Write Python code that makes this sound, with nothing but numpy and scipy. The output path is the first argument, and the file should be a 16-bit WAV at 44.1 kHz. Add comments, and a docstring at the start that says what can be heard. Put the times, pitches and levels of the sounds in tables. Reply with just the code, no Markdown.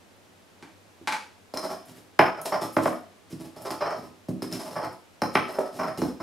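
"""Stone mortar and pestle in a kitchen

A small bowl is set down on a kitchen scale; then a stone pestle knocks and grinds dry bark in a stone
mortar. Each contact sounds the mortar's hollow, thumps the worktop and rings the stone. Strokes advance
in lurches: dull and crackling where bark covers the stone, bright and rasping where it is bare.
A wall close behind and the hard room throw it all back to a stereo microphone."""
import sys
import numpy as np
from scipy import signal
from scipy.fft import rfft, irfft
from scipy.io import wavfile
from scipy.ndimage import uniform_filter1d

SR = 44100
rng = np.random.default_rng(int(sys.argv[2]) if len(sys.argv) > 2 else 0)


def wav_out(sig):
    """Save sig, one row per channel (or a flat mono array), as 16-bit PCM at SR to the path in sys.argv[1]."""
    wavfile.write(sys.argv[1], SR, np.round(np.clip(np.atleast_2d(sig).T, -1, 1) * 32767).astype(np.int16))


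N = 274302


def amp(db):
    """Decibels to gain."""
    return 10 ** (np.asarray(db) / 20)


def curve(points, hz):
    """A table joined by straight lines over log frequency."""
    f, value = np.transpose(points)
    return np.interp(np.log(hz + 1), np.log(f + 1), value)


def unit(x):
    """Scaled to energy one."""
    return x / np.sqrt(np.sum(x ** 2) + 1e-20)


def add(mix, s, sound):
    """Lays a sound into the mix at time s."""
    part = mix[max(round(s * SR), 0):][:len(sound)]
    part += sound[:len(part)]


def tint(x, points):
    """Filters by a table of gains."""
    return irfft(rfft(x) * amp(curve(points, np.fft.rfftfreq(len(x), 1 / SR))), len(x))


def body(colour, modes=(), lag_s=0.000979, size=8192):
    """Causal click response of a broad colour with resonances on top."""
    signed_hz = np.fft.fftfreq(size, 1 / SR)
    hz = abs(signed_hz)
    db = curve(colour, hz) + sum(lift / (1 + (2 * (hz - f) / width) ** 2) for f, width, lift in modes)
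    log_spectrum = np.conj(signal.hilbert(np.log(amp(db))))  # minimum phase
    # bending waves carry the treble first; lag_s is their delay at one kilohertz
    turns = 2 * lag_s * np.sign(signed_hz) * np.sqrt(1000 * hz)
    return unit(np.fft.ifft(np.exp(log_spectrum - 2j * np.pi * turns)).real[:size // 2])


def drive(force, response):
    """A body's answer to a force, at energy one."""
    return unit(signal.fftconvolve(force, response))


def cushioned(response, corner_hz):
    """A softer contact lasts longer and cannot excite the treble."""
    return unit(signal.sosfilt(signal.butter(3, corner_hz, fs=SR, output="sos"), response))


def grains(length_s, per_s, spread_db):
    """Random slips of uneven size under one push that swells quickly and lets go."""
    progress = np.linspace(0, 1, max(int(length_s * SR), 64))
    n = len(progress)
    hit = rng.random(n) < per_s / SR
    size = amp(spread_db * np.minimum(rng.exponential(1, n), 3)) * rng.choice([-1, 1], n)
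    push = np.sin(np.pi * progress ** 0.5) ** 2
    return unit(hit * size * push) * np.linalg.norm(push)


def contact(length_s, chatter_db, size=4096):
    """One sharp touch and a brief chatter after it, evened in colour so that it has no pitch."""
    force = amp(chatter_db) * unit(grains(length_s, per_s=3000, spread_db=2))
    force[0] += 1
    flat_spectrum = np.exp(1j * np.angle(rfft(force, size)))
    return unit(irfft(flat_spectrum)[:size // 4])


# room air and hiss at the microphone: f/Hz, relative level/dB
AIR_COLOUR = [(25, -14), (60, -22.5), (95, 5.5), (130, -14.5), (170, -2), (450, -4), (700, -6.5),
              (1200, -11.5), (2500, -15), (6000, -20.5), (12000, -26.5), (16000, -38)]
# how much the two capsules differ in diffuse sound: f/Hz, side level/dB
STEREO_WIDTH = [(40, -23), (90, -4.5), (250, -8), (600, -6.5), (1200, -5.5), (2000, -4), (5000, -7.5),
                (9000, -5.5), (15000, -1.5)]
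def room_tone(air_db=-57.5, side_db=3, hum_db=-79, hum_hz=100):
    """Steady air all round the microphone, its own hiss, and a faint mains hum in the centre."""
    mid, side = (amp(air_db) * np.sqrt(N) * unit(tint(noise, AIR_COLOUR))
                 for noise in rng.standard_normal((2, N)))
    side = amp(side_db) * tint(side, STEREO_WIDTH)
    hum = amp(hum_db) * np.sqrt(2) * np.sin(2 * np.pi * hum_hz * np.arange(N) / SR)
    return np.array([mid + side, mid - side]) + hum


# the bowl's clatter on the scale: f/Hz, level/dB
CLATTER_COLOUR = [(60, -48), (230, -10), (400, -17), (650, -12), (860, 1.5), (1300, -9), (1550, -5),
                  (1800, -9), (2300, -5), (2700, -13.5), (4200, -14.5), (7000, -22.5), (10500, -26.5),
                  (15000, -43)]
# its resonances on the plate: f/Hz, width/Hz, lift/dB
CLATTER_MODES = [(750, 17, -3), (865, 17, 6), (1540, 55, 5)]
# the dull bump underneath: f/Hz, level/dB
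BUMP_COLOUR = [(40, -27), (150, -2), (330, 11), (550, -14), (1200, -44), (4000, -58)]
# the bowl touching down: t/s, clatter/dB, bump/dB
BOWL_LANDINGS = [(0.6254, -20, -20.5), (1.011, -58, -21.5), (1.0737, 1.5, -23), (1.1234, -1, -29),
                 (1.137, -15, -37)]
def bowl():
    """The bowl lands rim first and chatters briefly on the plate of the scale."""
    out, clatter, bump = np.zeros(N), body(CLATTER_COLOUR, CLATTER_MODES), body(BUMP_COLOUR)
    for s, clatter_db, bump_db in BOWL_LANDINGS:
        add(out, s, amp(clatter_db) * drive(contact(length_s=0.02, chatter_db=2.5), clatter))
        add(out, s, amp(bump_db) * bump)
    return out


# broad colour of the mortar's hollow: f/Hz, level/dB
MORTAR_COLOUR = [(40, -27.5), (120, -24.5), (330, -3.5), (470, -4.5), (620, 3.5), (1000, -5), (1700, 2),
                 (2400, -0.5), (3500, -3.5), (6000, 1.5), (15000, -111)]
# resonances of the mortar standing on the worktop: f/Hz, width/Hz, lift/dB
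MORTAR_MODES = [(318, 18, -1.5), (373.2, 16.4, 8), (640.6, 23, 6), (741, 9.5, 4), (790, 16, -4),
                (858, 35, 11), (1025, 89, 9), (1227, 81, 4), (1287, 5.6, 14.5), (1255, 24, -0.5),
                (1646, 120, -3.5), (2350, 110, 3.5), (3170, 230, 5.5)]
def hollow(detune=0.029):
    """Click response of the mortar's hollow, detuned by each new place of the pestle in it."""
    shifts = 1 + detune * rng.uniform(-1.024, 1, len(MORTAR_MODES))
    modes = [(hz * shift, width, lift) for (hz, width, lift), shift in zip(MORTAR_MODES, shifts)]
    return body(MORTAR_COLOUR, modes)


# ringing of the free stone: f/Hz, level/dB, t60/s
STONE_MODES = [(4137, -7.5, 0.071), (4760, 0.5, 0.0079), (5450, 3, 0.0085), (5146, 1.5, 0.037),
               (5302, 2, 0.043), (5940, -6.5, 0.0055), (9400, -9.5, 0.043), (9330, -20, 0.061),
               (12370, -21, 0.047), (12770, -12, 0.021), (13700, -26, .025)]
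def stone_ring(loss_db_per_s=0, db_per_octave=0, spread_db=3, detune=0.002):
    """The place of contact weights and shifts the stone's modes; a pressing pestle damps them."""
    t = np.arange(SR // 6) / SR
    ring = np.zeros(len(t))
    for hz, db, t60 in STONE_MODES:
        weight, shift, phase = rng.uniform(-1.05, 1, 3)
        envelope = amp(db + db_per_octave * np.log2(hz) + spread_db * weight - 60 * t / t60)
        ring += envelope * np.sin(2 * np.pi * (hz * (1 + detune * shift) * t + phase))
    return unit(ring * amp(-loss_db_per_s * t))


# thud of the worktop under the mortar: f/Hz, level/dB
THUD_COLOUR = [(25, -65), (60, -14.5), (110, -3.5), (180, -3), (300, 1), (390, -4), (500, -8.5), (900, -31),
               (3000, -41.5)]
# the worktop's resonances: f/Hz, width/Hz, lift/dB
THUD_MODES = [(151.5, 5.2, 4), (185, 9, 9), (247, 6.7, 12.5), (322, 16, 10), (381, 8.9, 9.5)]
# dry bark snapping in the mortar: f/Hz, level/dB
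BARK_COLOUR = [(200, -31), (1000, 5.5), (2500, 1), (4500, 0.5), (7000, -1.5), (10000, 0), (12500, -2.5),
               (15500, -17.5)]
# pestle blows: t/s, clack/dB, hardness corner/Hz, thud/dB, thud centre/Hz, ring/dB, crushed bark/dB
BLOWS = [(1.538, -6.5, 674, -15, 263, -17.5, -19), (1.573, -10.5, 1550, -39, 283, -7, -35),
         (2.191, 15, 1640, 0.5, 160, -6.5, -19), (2.766, 6.5, 1270, 5.5, 340, -18.5, -18),
         (2.856, 6.5, 1120, -2.5, 272, -21, -29), (3.324, -44, 300, -8.5, 164, -29, -32),
         (3.706, -7.5, 1330, -11, 352, -16, -15.5), (4.285, -12, 480, 0, 176, -33.5, -28),
         (4.421, -11, 1120, -4, 330, -14, -16.5), (4.526, -40, 600, -8, 189.5, -10, -23),
         (4.842, -12, 1050, -12, 111, -24, -25.5), (5.2188, 3, 1200, -.5, 230, -8.5, -30),
         (5.3523, 9, 1940, -0.5, 195, -8, -38), (5.585, 4.5, 635, -47, 330, -44, -21),
         (5.975, -17, 1190, -10, 90, -20, -19), (6.018, -2.5, 965, 5, 307, -16.5, -27)]
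def knocks(rebound_s=0.003764, rebound_db=-10, seat_s=0.00305, rock_s=0.027, rock_db=-13):
    """Each blow sounds the hollow, thumps the worktop, rings the stone and crushes some bark."""
    out, bark = np.zeros(N), body(BARK_COLOUR)
    for s, clack_db, corner_hz, thud_db, thud_hz, ring_db, crush_db in BLOWS:
        cavity = hollow()
        # the heavier the blow, the more the pestle chatters; it lands once more, weaker and softer
        skid = contact(length_s=0.007, chatter_db=-9 + 2.48 * clack_db)
        add(out, s, amp(clack_db) * drive(skid, cushioned(cavity, corner_hz)))
        add(out, s + rebound_s, amp(clack_db + rebound_db) * cushioned(cavity, 0.59 * corner_hz))
        # the mortar seats and rocks back; how it rocks decides which range of the worktop answers
        thud = amp(thud_db) * body(THUD_COLOUR, THUD_MODES + [(thud_hz, thud_hz, 9)])
        add(out, s + seat_s, thud)
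        add(out, s + seat_s + rock_s, amp(rock_db) * thud)
        add(out, s, amp(ring_db) * stone_ring(db_per_octave=0.17 * max(clack_db, 0)))
        snaps = grains(length_s=0.027, per_s=1300, spread_db=4.5)
        add(out, s, amp(crush_db) * drive(snaps, bark))
    return out


# strokes in the mortar: t/s, length/s, lurches/count, force/dB, bark cover/0-1, worktop rumble/dB
GRINDING_STROKES = [(1.562, 0.039, 1, -26.5, 0.35, -54), (1.623, 0.13, 2, -23.5, .48, -47),
                    (1.865, 0.16, 2, -41, 0.91, -53), (2.365, 0.064, 1, -39.5, 0, -54),
                    (2.451, 0.026, 1, -15.5, .68, -48), (2.516, 0.056, 1, -25, 0, -42),
                    (2.608, 0.057, 1, -20, 0.57, -37), (2.818, 0.084, 2, -26, 0.85, -44),
                    (3.295, 0.049, 1, -40, 0.98, -50), (3.395, 0.088, 2, -35, 0.77, -42.5),
                    (3.556, .09, 2, -33.5, 0.54, -48.5), (3.647, 0.094, 2, -23.5, .5, -67),
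                    (3.804, .14, 3, -26, .06, -49), (3.956, 0.13, 2, -37, 0.5, -44.5),
                    (4.508, 0.077, 1, -26.5, .85, -40), (4.59, 0.17, 3, -26, 0.64, -46.5),
                    (4.753, .12, 2, -28, 0.15, -45), (5.329, 0.051, 1, -34.5, 1, -43),
                    (5.475, 0.23, 4, -28, 0.43, -59), (5.717, 0.15, 1, -33.5, 0.67, -50),
                    (5.787, 0.12, 3, -26.5, 0.09, -37), (5.974, 0.13, 3, -33, 0.85, -33),
                    (6.197, 0.039, 1, -31.5, 0.17, -37)]
def grinding(lurch_step_db=-2.1, overlap=1.16):
    """Trains of slips drive hollow, worktop and stone, and bark snaps, in ever weaker lurches."""
    out, worktop, bark = np.zeros(N), body(THUD_COLOUR, THUD_MODES), body(BARK_COLOUR)
    for s, length_s, lurches, force_db, cover, rumble_db in GRINDING_STROKES:
        # from bare to fully covered: bark muffles the stone and crackles itself
        corner_hz = np.interp(cover, (0, 1), (1176, 570))
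        rasp_db = force_db + np.interp(cover, (0, 1), (0, -22))
        ring_db = force_db + np.interp(cover, (0, 1), (-18, -31.5))
        crackle_db = force_db + np.interp(cover, (0, 1), (-34, -14))
        rasp, lurch_s = cushioned(hollow(), corner_hz), length_s / lurches
        for k in range(lurches):
            slips = grains(lurch_s * overlap, per_s=1800, spread_db=4)
            snaps = grains(lurch_s * overlap * 1.09, per_s=1800, spread_db=4.5)
            ring = stone_ring(loss_db_per_s=895)
            strength = amp(k * lurch_step_db) * np.linalg.norm(slips)
            for force, response, db in [(slips, rasp, rasp_db), (slips, worktop, rumble_db),
                                        (slips, ring, ring_db), (snaps, bark, crackle_db)]:
                add(out, s + k * lurch_s, strength * amp(db) * drive(force, response))
    return out


# hiss of fine powder: f/Hz, level/dB
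POWDER_COLOUR = [(1000, -36.5), (6000, -8), (9000, -3.5), (11500, 4), (13500, -9), (15500, -11.5)]
# powder sliding under the pestle: t/s, length/s, level/dB
POWDER_SLIDES = [(1.851, 0.027, -60), (2.413, 0.011, -38), (2.72, 0.066, -52), (2.926, 0.027, -56),
                 (3.617, 0.018, -47.5), (4.926, 0.013, -55.5), (5.519, 0.024, -54)]
def powder():
    """Dense, tiny grains hiss as the pestle sweeps them along."""
    out, hiss = np.zeros(N), body(POWDER_COLOUR)
    for s, length_s, db in POWDER_SLIDES:
        add(out, s, amp(db) * signal.fftconvolve(grains(length_s, per_s=9300, spread_db=4), hiss))
    return out


# reverberation of the hard kitchen: f/Hz, t60/s
ROOM_DECAY = [(100, 0.3), (260, 0.42), (700, 0.37), (1800, 0.36), (5000, 0.42), (13000, 0.33)]
def room_tail(onset_s, taps_per_s=4000, size=32768):
    """Dense reflections from farther off, even in colour, each band dying at its own speed."""
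    taps = rng.standard_normal(size) * (rng.random(size) < taps_per_s / SR)
    hz, t, bands = signal.stft(taps, SR, nperseg=256)
    decay = amp(-60 * t / curve(ROOM_DECAY, hz)[:, None])
    spectrum = rfft(signal.istft(bands * decay, SR, nperseg=256)[1][:size])
    even = irfft(spectrum / np.sqrt(uniform_filter1d(abs(spectrum) ** 2, size=36)))
    return unit(np.r_[np.zeros(int(onset_s * SR)), even[:size * 3 // 4]])


def reverberate(x, onset_s, sway_s=1.3, tails=3):
    """Moving hands keep changing the paths to the microphone: the sound passes round several tails."""
    turn = np.arange(N) / SR / sway_s
    shares = np.array([np.maximum(np.cos(2 * np.pi * (turn + k / tails)), 0) for k in range(tails)])
    shares /= np.linalg.norm(shares, axis=0)
    return sum(signal.oaconvolve(x * share, room_tail(onset_s))[:N] for share in shares)


# walls close by (the back of the mortar radiates in opposite sign): delay/s, signed gain
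WALL_ECHOES = [(.00404, -0.28), (.0052, 0.36), (0.0176, .18), (0.0215, -0.32)]
def kitchen(x, wet_db=-1, side_db=-1.5):
    """Direct sound and near walls reach the microphone centred; only the reverberation spreads wide."""
    near = np.zeros(SR // 20)
    near[0] = 1
    for delay_s, gain in WALL_ECHOES:
        near[round(delay_s * SR)] += gain
    mid = signal.oaconvolve(x, near)[:N] + amp(wet_db) * reverberate(x, onset_s=0.007)
    side = amp(wet_db + side_db) * reverberate(tint(x, STEREO_WIDTH), onset_s=0.0023)
    return np.array([mid + side, mid - side]) / np.hypot(np.linalg.norm(near), amp(wet_db))


def scene():
    """Pestle and bowl as heard from the microphone's place in the kitchen, over the room tone."""
    sources = knocks() + grinding() + powder() + bowl()
    return kitchen(amp(4.5) * sources) + room_tone()


# the microphone's lean towards its left capsule: f/Hz, left minus right/dB
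CAPSULE_LEAN = [(60, 1.5), (250, -1), (600, -1.5), (1300, 0.6), (4000, -0.1), (14000, 0.5)]
def record(dry, edge_hz=15800):
    """The capsules colour the sides slightly apart; peaks clip at full scale; then the band limit."""
    left = tint(dry[0], [(hz, db / 2) for hz, db in CAPSULE_LEAN])
    right = tint(dry[1], [(hz, -db / 2) for hz, db in CAPSULE_LEAN])
    lowpass = signal.firwin(511, edge_hz, window=("kaiser", 9), fs=SR)
    return signal.oaconvolve(np.clip([left, right], -1, 1), lowpass[None], "same")


dry = scene()
out = record(dry)
wav_out(out)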